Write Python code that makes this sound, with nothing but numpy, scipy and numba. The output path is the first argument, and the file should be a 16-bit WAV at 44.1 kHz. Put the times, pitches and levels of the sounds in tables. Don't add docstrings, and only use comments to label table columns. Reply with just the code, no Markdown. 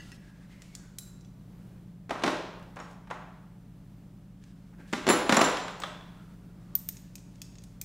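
import sys
import numpy as np
from scipy import signal
from scipy.fft import rfft, irfft, next_fast_len
from scipy.io import wavfile
from scipy.ndimage import uniform_filter1d
from numba import njit

SR = 44100
rng = np.random.default_rng(int(sys.argv[2]) if len(sys.argv) > 2 else 0)


def digitize_waveform(pressure):
    field = np.atleast_2d(pressure).T
    bounded = np.clip(field, -1, 1)
    quanta = np.round(bounded * 32767).astype(np.int16)
    wavfile.write(sys.argv[1], SR, quanta)


def invert_db(x):
    u = np.asarray(x, float) / 20
    return 10 ** u


N = 346140
TIME = np.arange(N) / SR
SLOW = TIME[::8]


def on_log(hz, points_hz, values):
    return np.interp(np.log(hz), np.log(points_hz), values)


def shaped(x, points):
    size = next_fast_len(len(x))
    hz = np.maximum(np.fft.rfftfreq(size, 1 / SR), 1)
    return irfft(rfft(x, size) * invert_db(on_log(hz, *np.transpose(points))), size)[:len(x)]


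def coloured(points, size=N):
    y = shaped(rng.standard_normal(size), points)
    return y / y.std()


def walk(rate, time):
    steps = rng.standard_normal(2048)
    return 1.78 * np.interp(time * rate, np.arange(len(steps)), steps)


@njit
def add(out, s, hz, gain, t60, phase, push_s):
    start = int(max(s, 0.) * SR)
    for m in range(len(hz)):
        z, rest = gain[m] * np.exp(2j * np.pi * phase[m]), 1.
        turn = np.exp(2j * np.pi * hz[m] / SR - np.log(1000) / (t60[m] * SR))
        for i in range(start, min(start + int(t60[m] * SR), len(out))):
            z, rest = z * turn, rest * (1 - 1 / (push_s * SR + 1))
            out[i] += z.imag * (1 - rest)


def struck(modes, times, levels_db, node_db=0):
    out = np.zeros(N)
    hz, mode_db, t60 = np.array(modes, float).T.copy()
    for s, db, node in zip(times, levels_db, rng.random((len(times), len(hz)))):
        gain = invert_db(db + mode_db + node_db * (2 * node - 2.5))
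        add(out, 1. * s, hz, gain, t60, 0 * hz, .0002)
    return out


def lone_rings(events):
    return sum(struck([(hz, db, t60)], [s], [0]) for s, hz, db, t60 in events)


def evened(x, power):
    spectrum, bins = rfft(x), np.arange(len(power))
    total = np.cumsum(np.abs(spectrum) ** 2 / power)
    low, high = np.maximum(.95 * bins - 8, 0), np.minimum(1.05 * bins + 8, bins[-1])
    excess = (np.interp(high, bins, total) - np.interp(low, bins, total)) / (high - low)
    return irfft(spectrum / np.sqrt(np.clip(excess, .1, 10)), len(x))


def blows(bands_hz, times, levels_db, t60s, steep, push_s, spread, bounce_db=-60, count=40, size=4096, lead=256):
    bounce_s = .004
    out, chance = np.zeros((2, N + size)), rng.random((len(times), 3, count))
    span = bands_hz[-1] / bands_hz[0]
    for s, db, t60, (place, node, phase) in zip(times, levels_db, t60s, chance):
        hz = bands_hz[0] * span ** ((np.arange(count) + place) / count)
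        smooth_db = uniform_filter1d(on_log(hz, bands_hz, db), count // 7)
        gain = invert_db(smooth_db) * 16 / np.sqrt(count) / 10
        ring_s = np.clip(t60, .003, .06) * (hz / 1000) ** -steep
        burst = np.zeros(size)
        add(burst, lead / SR, hz, gain * invert_db(6.0 * (node - 1.0)), ring_s, spread * phase, max(push_s, 1e-5))
        delays = 1 - place[0] / 2, place[1] / 2
        burst = burst + sum(invert_db(bounce_db) * np.roll(burst, int(late * bounce_s * SR)) for late in delays)
        power = gain ** 2 * ring_s * SR ** 2 * count / (8 * np.log(1000) * hz * np.log(span))
        ends_hz, ends = np.r_[0, hz, SR / 2], np.r_[power[0] / 100, power, power[-1] / 100]
        power = np.interp(np.fft.rfftfreq(size, 1 / SR), ends_hz, ends)
        start = int(s * SR) - lead
        out[0, start:start + size] += evened(burst, power)
        out[1, start:start + size] += np.roll(irfft(np.sqrt(power), size), lead + lead // 2)
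    return out[:, :N]


def air():
    # f/Hz, level/dB per Hz
    hiss_points = [(20, -4), (100, -0.5), (300, -3), (450, -11.5), (2000, -25.5), (6000, -33.5),
                   (15700, -37), (16000, -75)]
    return invert_db(-58 + 1.0 * walk(3.0, TIME)) * coloured(hiss_points)


def motor(turns, orders, wobble_db):
    out = 0
    for k, db in orders:
        phase = np.round(k) * turns + np.round(k) ** 2 / 36
        swell = invert_db(db + wobble_db * walk(1.555, SLOW))
        out = out + np.sqrt(2) * swell * np.sin(2 * np.pi * phase)
    return out


def hum():
    # t/s, 21st order of the steady motor f/Hz, 2nd order of the slowing motor f/Hz
    speed = [(0, 174.9, 115.0), (1.501, 174.8, 114.75), (4.0, 174.6, 113.9), (6.001, 175.0, 113.4),
             (7.85, 175.4, 113.1)]
    # multiple of shaft speed, level/dB
    steady_orders = [(6, -60.5), (12, -72), (15, -64), (18, -59.5), (19, -71), (20, -80), (21, -53.5),
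                     (22, -90.5), (23, -64), (24, -60), (25, -69), (27, -70.5), (33, -66.5), (70, -78)]
    slowing_orders = [(1, -76.5), (2, -57.5), (3, -70)]
    s, steady_hz, slowing_hz = np.transpose(speed)
    steady = np.cumsum(np.interp(SLOW, s, steady_hz)) * SLOW[1] / 21
    slowing = np.cumsum(np.interp(SLOW, s, slowing_hz)) * SLOW[1] / 2
    lines = motor(steady, steady_orders, 0.76) + motor(slowing, slowing_orders, .9)
    lines = lines + motor(38.6 * SLOW, [(1, -67)], .8)
    return signal.resample_poly(lines, 8, 1)[:N]


def rustle():
    # t/s, length/s, level/dB, bright share/dB, centre f/Hz
    rubs = [(0, 0.16, -65, 4, 1400), (0.199, 0.35, -66, -5, 1717), (0.516, 0.11, -65, -4, 2080),
            (0.641, 0.11, -66, 0.5, 2246), (0.771, 0.084, -65, -9, 1560), (0.859, 0.28, -69.5, -7, 1518),
            (1.72, 0.063, -74, -15, 1590), (2.82, .12, -71.5, 4, 1200), (4.202, .15, -80, -5, 1205),
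            (4.427, 0.083, -74.5, 2.5, 1700), (4.56, .15, -76, -1.5, 1505), (4.734, .012, -64, -16, 1480),
            (4.8, 0.061, -60.5, -12, 1620), (4.876, 0.062, -64.5, -1, 1694), (6.077, 0.26, -68, -8, 1415),
            (6.36, .2, -74.5, -10.5, 1410), (6.623, 0.18, -66, -8, 1203), (6.866, 0.24, -75.5, 1, 1790),
            (7.354, 0.37, -88.5, 13, 1810)]
    start, length, level_db, share_db, start_hz = np.array(rubs).T[:, :, None]
    late = SLOW - start
    outside = np.maximum(np.maximum(-late, late - length), 0) / (0.0087 + .6 * length)
    inside = np.clip(late, 0, length)
    swell_db = level_db - 19 * outside - 6.5 * inside
    lead = swell_db.argmax(axis=0), np.arange(len(SLOW))
    columns = swell_db, share_db + 0 * late, start_hz - 330 * inside
    db, bright_db, hz = (np.interp(TIME, SLOW, uniform_filter1d(c[lead], size=64)) for c in columns)
    carrier = np.exp(2j * np.pi * np.cumsum(hz) / SR)
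    slow = [coloured([(40, -0.5), (150, -6.5), (900, -13), (3000, -43.5)]) for _ in range(2)]
    hollow = slow[0] * carrier.real + slow[1] * carrier.imag
    hiss = coloured([(1500, -8.0), (3000, 6.0), (8000, -1.0), (15000, -15.5), (16000, -48)])
    return invert_db(db + 0.96 * walk(40, TIME)) * (hollow + invert_db(bright_db) * hiss)


def booms():
    # t/s, f/Hz, level/dB, T60/s
    flexures = [(2.108, 400, -32.5, 0.09), (2.115, 523, -35, 0.096), (2.108, 680, -28, 0.062),
                (2.11, 1080, -32, .04), (2.155, 695, -29, 0.033), (2.237, 297, -21, .04),
                (2.238, 1100, -23, .04), (2.277, 1360, -25, .025), (2.265, 1100, -28, 0.032),
                (2.238, 500, -33, 0.036), (2.277, 352, -21.5, 0.075), (2.278, 615, -28, .05),
                (2.278, 800, -23, .006), (3.11, 705, -33.5, 0.043), (4.929, 225, -18.5, 0.04),
                (4.933, 960, -33, 0.028), (4.933, 2070, -29, 0.02), (5.067, 350, -24, .05),
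                (5.08, 206, -26.5, .08), (5.0878, 357, -17.5, 0.064), (5.1013, 520, -17.5, .008),
                (5.102, 210, -25, 0.076), (5.106, 2500, -23, .01), (5.294, 260, -11.5, 0.041),
                (5.295, 420, -22.5, .03), (5.323, 207, -17.5, 0.15), (5.371, 680, -17.5, 0.034),
                (5.371, 1000, -10, .006), (5.323, 1900, -21, .012), (5.416, 1090, -20, .02),
                (5.394, 1900, -26, .012), (5.372, 206, -17.5, .078), (5.411, 694, -15.5, 0.058),
                (5.414, 215, -16.5, 0.066), (5.4415, 900, -11, .005), (5.801, 900, -33, 0.021),
                (5.837, 590, -34, 0.038), (5.873, 620, -38, .04)]
    return lone_rings(flexures)


def case():
    # t/s, level/dB, weight (thump minus level)/dB, hardness (edge minus level)/dB
    rummage = [(2.094, -32, -7, -14), (2.107, -19.5, -15, -19.5), (2.155, -22.5, -20, -58),
               (2.181, -33, -30, -26), (2.195, -38, -20, -11), (2.222, -29, -15, -18),
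               (2.236, -16.5, -6, -10.5), (2.262, -25, -2.5, -8.5), (2.277, -17, -12, -17),
               (2.302, -35, -5, -21), (2.321, -37, -19, -22), (2.76, -43, -10, -22), (2.767, -30, -18, -25),
               (2.789, -31.5, -20, -26), (2.801, -30, -23, -27), (3.072, -41.5, -26, -24),
               (3.102, -31, -21, -21.5), (3.11, -21.5, -25, -28.5)]
    rattle = [(4.792, -54, 7, -25), (4.928, -25.5, 1.5, -10), (4.933, -17, -27, -12), (5.067, -18, -8, -10),
              (5.078, -18, 4, -11), (5.088, -9, -12.5, -13), (5.1, -7, -8.5, -17.5), (5.106, -16, -21, -11),
              (5.112, -24.5, -21.5, -11), (5.2935, -9.5, -11.5, -12.5), (5.299, -17.5, -1, -13.5),
              (5.3234, -7, -14, -12.5), (5.344, -17.5, -24, -9), (5.353, -24.5, -21.5, -9),
              (5.365, -25.5, 0, -14.5), (5.37, -4, -23.5, -26.5), (5.392, -11.5, -11, -18.5),
              (5.411, -10, -13, -16.5), (5.415, -11.5, -6.5, -9.5), (5.423, -19.5, -13, -17),
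              (5.441, -18, -8, -15), (5.57, -27, -18, -4), (5.681, -27.5, -30.5, -12),
              (5.8, -35.5, -11, -18), (5.821, -32.5, -13, -7.5), (5.836, -22, -22, -16),
              (5.874, -39, -26, -20)]
    # f/Hz, level/dB
    plastic = [(150, -1.5), (210, 0), (850, -1), (2400, 2), (4000, 1), (4750, -2), (5500, 0.5), (13000, 1)]
    s, body, thump, edge = np.transpose(rummage + rattle)
    shaken = np.arange(len(s)) >= len(rummage)
    sparkle = np.where(shaken, -15.5, -17.5) + 0.65 * edge
    t60 = np.where(shaken, 0.027, 0.049)
    bands_hz = np.array([120, 280, 1000, 2200, 4500, 11000, 15900])
    shape = [thump - 6, thump + 5, 0 * s, 0.39 * edge, edge + 8, sparkle + 7, sparkle - 13]
    levels_db = (body + 1.7 + np.array(shape)).T
    knocks = blows(bands_hz, s, levels_db, t60, steep=0.47, push_s=0.00074, spread=0.62,
                   bounce_db=-6.5, count=160)
    return [shaped(row, plastic) for row in knocks]


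def loose_sockets():
    # t/s, large socket level/dB, middle level/dB, small level/dB
    jolts = [(5.0742, -30, -58.5, -53.5), (5.088, -24.5, -44.5, -30), (5.0931, -26.5, -45.5, -26.5),
             (5.099, -31.5, -29.5, -40.5), (5.112, -25, -43, -26.5), (5.294, -34.5, -58, -45.5),
             (5.3238, -28, -48, -35), (5.3447, -29, -46.5, -26.5), (5.3678, -20, -58.5, -39.5),
             (5.414, -31.5, -43, -27), (5.4417, -23.5, -61, -46)]
    # f/Hz, level/dB, T60/s
    large_modes = [(7254, -7, .26), (7312, -10, .22), (7285, -7, .022), (7150, -10, .01), (4170, -10, .07),
                   (5790, -14, .08), (6889, -14, .14)]
    middle_modes = [(9858, -4, .18), (9882, -6, .13), (9900, -2, .025), (13360, -27, .12), (5512, -14, .07)]
    small_modes = [(11022, -11, .16), (11050, -11, .12), (11100, -7, .025), (14920, -20, .06),
                   (15710, -21, .12)]
    s, large, middle, small = np.transpose(jolts)
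    out = struck(large_modes, s, large - 3, node_db=3)
    out += struck(middle_modes, s, middle + 3, node_db=3)
    return out + struck(small_modes, s, small, node_db=3)


def tools():
    # (t/s, level/dB)
    handle = ([(1734, 1, 0.22), (1680, -2, 0.3), (1970, 3, 0.33), (2840, -2, 0.28), (2720, -3, .35),
               (2950, -6, 0.22), (6400, -2, 0.12), (4450, -10, .3), (4930, -8, 0.26)], [(0, -59)])
    extension = ([(1660, -5, 0.22), (1560, -8, .1), (1900, 4, .05), (2710, -3, 0.14), (2570, -6, 0.14),
                  (5350, -4, 0.095), (4250, -5, .04)], [(.118, -56.5)])
    drive = ([(4330, 2, 0.0064), (6570, -6, 0.008), (3600, -7, 0.0089), (7100, 2, 0.008), (8000, -5, .008),
              (11070, -24, .04), (1590, -37, .4)], [(.752, -33)])
    old_socket = ([(3340, -4, 0.0074), (3940, 4, 0.02), (7080, -4, .015), (5950, -11, .008),
                   (7483, -15, 0.6), (9000, 0, .006), (9790, -4, 0.04), (11850, 0, 0.015)], [(.986, -42.5)])
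    nudged = ([(5540, -17.5, 0.28), (5420, -16, .04), (6800, 2.5, .008), (7200, -7, .008),
               (6600, -23, .15)], [(2.801, -40)])
    divider = ([(5425, 3, 0.012), (5800, -1.5, 0.025), (6300, -10, .02)], [(5.294, -42.5), (5.346, -33),
                (5.415, -30.5), (5.422, -28), (5.441, -36)])
    bar = ([(1226, 3, .05), (1290, -12, 0.6), (1400, -20, 1), (1717, -12, 0.15), (3400, 7, 0.016),
            (3400, -22, 0.35), (3200, -18, .45), (3870, -18, 0.18), (2760, -4, 0.022), (6100, -12, .006)],
            [(5.836, -40.5), (5.874, -56), (6.01, -60)])
    # t/s, f/Hz, level/dB, T60/s
    pings = [(.28, 1605, -66, 0.72), (.62, 7483, -72, .3), (1.21, 5800, -61, .035), (1.248, 5930, -64, .03),
             (1.248, 3400, -60, .015), (2.096, 6980, -38.5, 0.0088), (3.11, 6700, -41.5, 0.008),
             (4.928, 7220, -26.5, 0.0077), (5.074, 7200, -43, .3), (5.801, 8000, -54, .25),
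             (5.801, 6600, -45, 0.011), (5.821, 3850, -40, .02), (5.821, 5200, -46, .02),
             (5.111, 4170, -38, 0.036), (5.324, 4120, -40, .08), (5.385, 5800, -42, .1),
             (7.155, 2510, -51.5, 0.021), (7.816, 2420, -39, .02), (7.815, 7410, -40.5, .011),
             (7.815, 8860, -39, .012), (4.728, 858, -62, .05), (4.802, 860, -54, .04),
             (.62, 6900, -49, .01), (5.801, 14620, -53, .015)]
    out = lone_rings(pings)
    for modes, strikes in handle, extension, drive, old_socket, nudged, divider, bar:
        out += struck(modes, *np.transpose(strikes))
    return out


def chattering_steel():
    return (loose_sockets() + tools()) * invert_db(2.5 * walk(140, TIME))


def held_socket():
    # t/s, wall level/dB, bore level/dB
    taps = [(6.753, -60, -49), (6.889, -39, -56), (6.969, -52, -60), (7.155, -49, -60), (7.417, -41.5, -43),
            (7.584, -52, -63), (7.816, -46, -56.5)]
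    # f/Hz, level/dB, T60/s
    wall_modes = [(6660, 2, 0.025), (7920, -14, .015)]
    bore_modes = [(2613, 0, 0.021), (3370, 1, .015), (4790, 2, 0.019), (5320, 6, 0.013)]
    s, wall, bore = np.transpose(taps)
    return struck(wall_modes, s, wall) + struck(bore_modes, s, bore)


def fitted_socket():
    # t/s, level/dB
    snaps = [(6.753, -12), (6.8878, -22.5), (7.1554, -44), (7.4177, -45.5), (7.814, -31.5)]
    # f/Hz, level/dB, T60/s
    fitted_modes = [(13925, 2, 0.021), (14100, -13, 0.05), (13720, -13.5, .04), (6700, -37, 0.087),
                    (9000, -8, .004), (16500, -16, .004)]
    return struck(fitted_modes, *np.transpose(snaps))


def steel_clicks():
    # t/s, level near 7 kHz/dB, mass (2 kHz minus level)/dB, snap (13 kHz minus level)/dB
    clicks = [(0.118, -50.5, -2.5, -10), (0.62, -47, -7, -13), (0.7514, -36.5, -19, -13),
              (0.9854, -35, -17.5, -1), (1.21, -55, -22, -30), (1.248, -58, -13, -29), (2.596, -65, -5, -6),
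              (2.6277, -65, 7, -4), (2.76, -55, -12, -14), (2.912, -61, -10, -10), (2.931, -65, -10, -12),
              (4.439, -58, -2, -16), (5.3683, -24.5, -10, -16), (5.802, -43, -22, -14),
              (5.819, -46, 3, -22), (6.7527, -34.5, -13, 2), (6.8889, -35, -13.5, -4),
              (6.969, -45.5, -14, -20), (7.155, -38.5, -24, -15), (7.1813, -52, -8, -26),
              (7.3567, -57, -11, -24), (7.4179, -39, -16, -11), (7.555, -52.5, -8, -26),
              (7.5844, -48, -16, -33), (7.6206, -58.5, -10.5, -17), (7.638, -49.5, -14, -7),
              (7.8141, -34, -20.5, -6)]
    s, top, low, high = np.transpose(clicks)
    bands_hz = np.array([800, 2100, 4000, 7000, 13000, 16800])
    shape = [low - 18, low, -7.5 + 0.32 * low + 2.5, 0 * s, high - 4, high - 8]
    levels_db = (top + 11 + np.array(shape)).T
    return blows(bands_hz, s, levels_db, 0.016 + 0 * s, steep=0.12, push_s=0.00016, spread=0.3, count=120)


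def garage(direct, sent):
    # f/Hz, T60/s, tail level/dB
    room = [(150.3, 0.48, -3.5), (416, 0.83, -2), (1002, 0.89, -0.5), (2500, 0.87, -2.5), (4993, 0.81, -1),
            (8900, 0.52, -1), (15000, .42, 2)]
    # delay t/s, level/dB
    reflections = [(.0047, -11), (.0095, -17.5), (.022, -27)]
    t = TIME[:SR]
    room_hz, t60, tail_db = np.transpose(room)
    skirt_db = -40, -8.3, -3, -.7, 0, -.7, -3, -8.3, -40
    tail = 0
    for hz in 100 * 2 ** np.arange(0, 7.3, .5):
        band = coloured([(hz * 2 ** (k / 8), db) for k, db in zip(range(-4, 5), skirt_db)], size=SR)
        fall = np.log(1000) / on_log(hz, room_hz, t60)
        level = invert_db(on_log(hz, room_hz, tail_db)) * np.sqrt(fall * hz) / SR
        tail = tail + band * np.exp(-fall * t) * level
    tail = tail * (1 - np.exp(-(t / 0.0044) ** 2))
    echoes = sum(invert_db(db) * np.roll(direct, int(late_s * SR)) for late_s, db in reflections)
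    return direct + echoes + signal.fftconvolve(sent, tail)[:N]


def scene():
    knocks, floor = case(), booms()
    held, rings = held_socket(), chattering_steel()
    clicks, snaps = steel_clicks(), fitted_socket()
    sent = invert_db(2.5) * knocks[1] + invert_db(-4.5) * clicks[1] + invert_db(-18) * snaps
    sent = sent + invert_db(-1.5) * rings + invert_db(-3.5) * held + invert_db(-2.5) * floor
    hits = garage(clicks[0] + snaps + rings + held, sent) + knocks[0] + floor
    hits = signal.sosfilt(signal.butter(3, 165, "high", fs=SR, output="sos"), hits)
    mid = hits + rustle() + hum() + air()
    return np.array([mid, mid])


def roll_off(x):
    return signal.sosfilt(signal.butter(12, 17050, fs=SR, output="sos"), x)


def record(dry):
    # f/Hz, side minus mid level/dB
    side_levels = [(30, -31), (100, -43.5), (1000, -53), (2400, -38.5), (4400, -31), (8000, -26.5),
                   (11000, -26), (14000, -31)]
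    # f/Hz, level/dB per Hz
    side_hiss = [(60, 1.5), (300, 3), (1000, -1), (4000, -2.5), (11000, -4), (13000, -4), (16000, -34)]
    side = shaped(dry[0] * walk(200, TIME), side_levels) + invert_db(-82) * coloured(side_hiss)
    rounded = np.tanh(dry)
    top = signal.ellip(8, .2, 60, 16300, fs=SR, output="sos")
    mix = signal.sosfilt(top, rounded + np.array([side, -side]))
    return roll_off(mix)


dry = scene()
out = record(dry)
digitize_waveform(out)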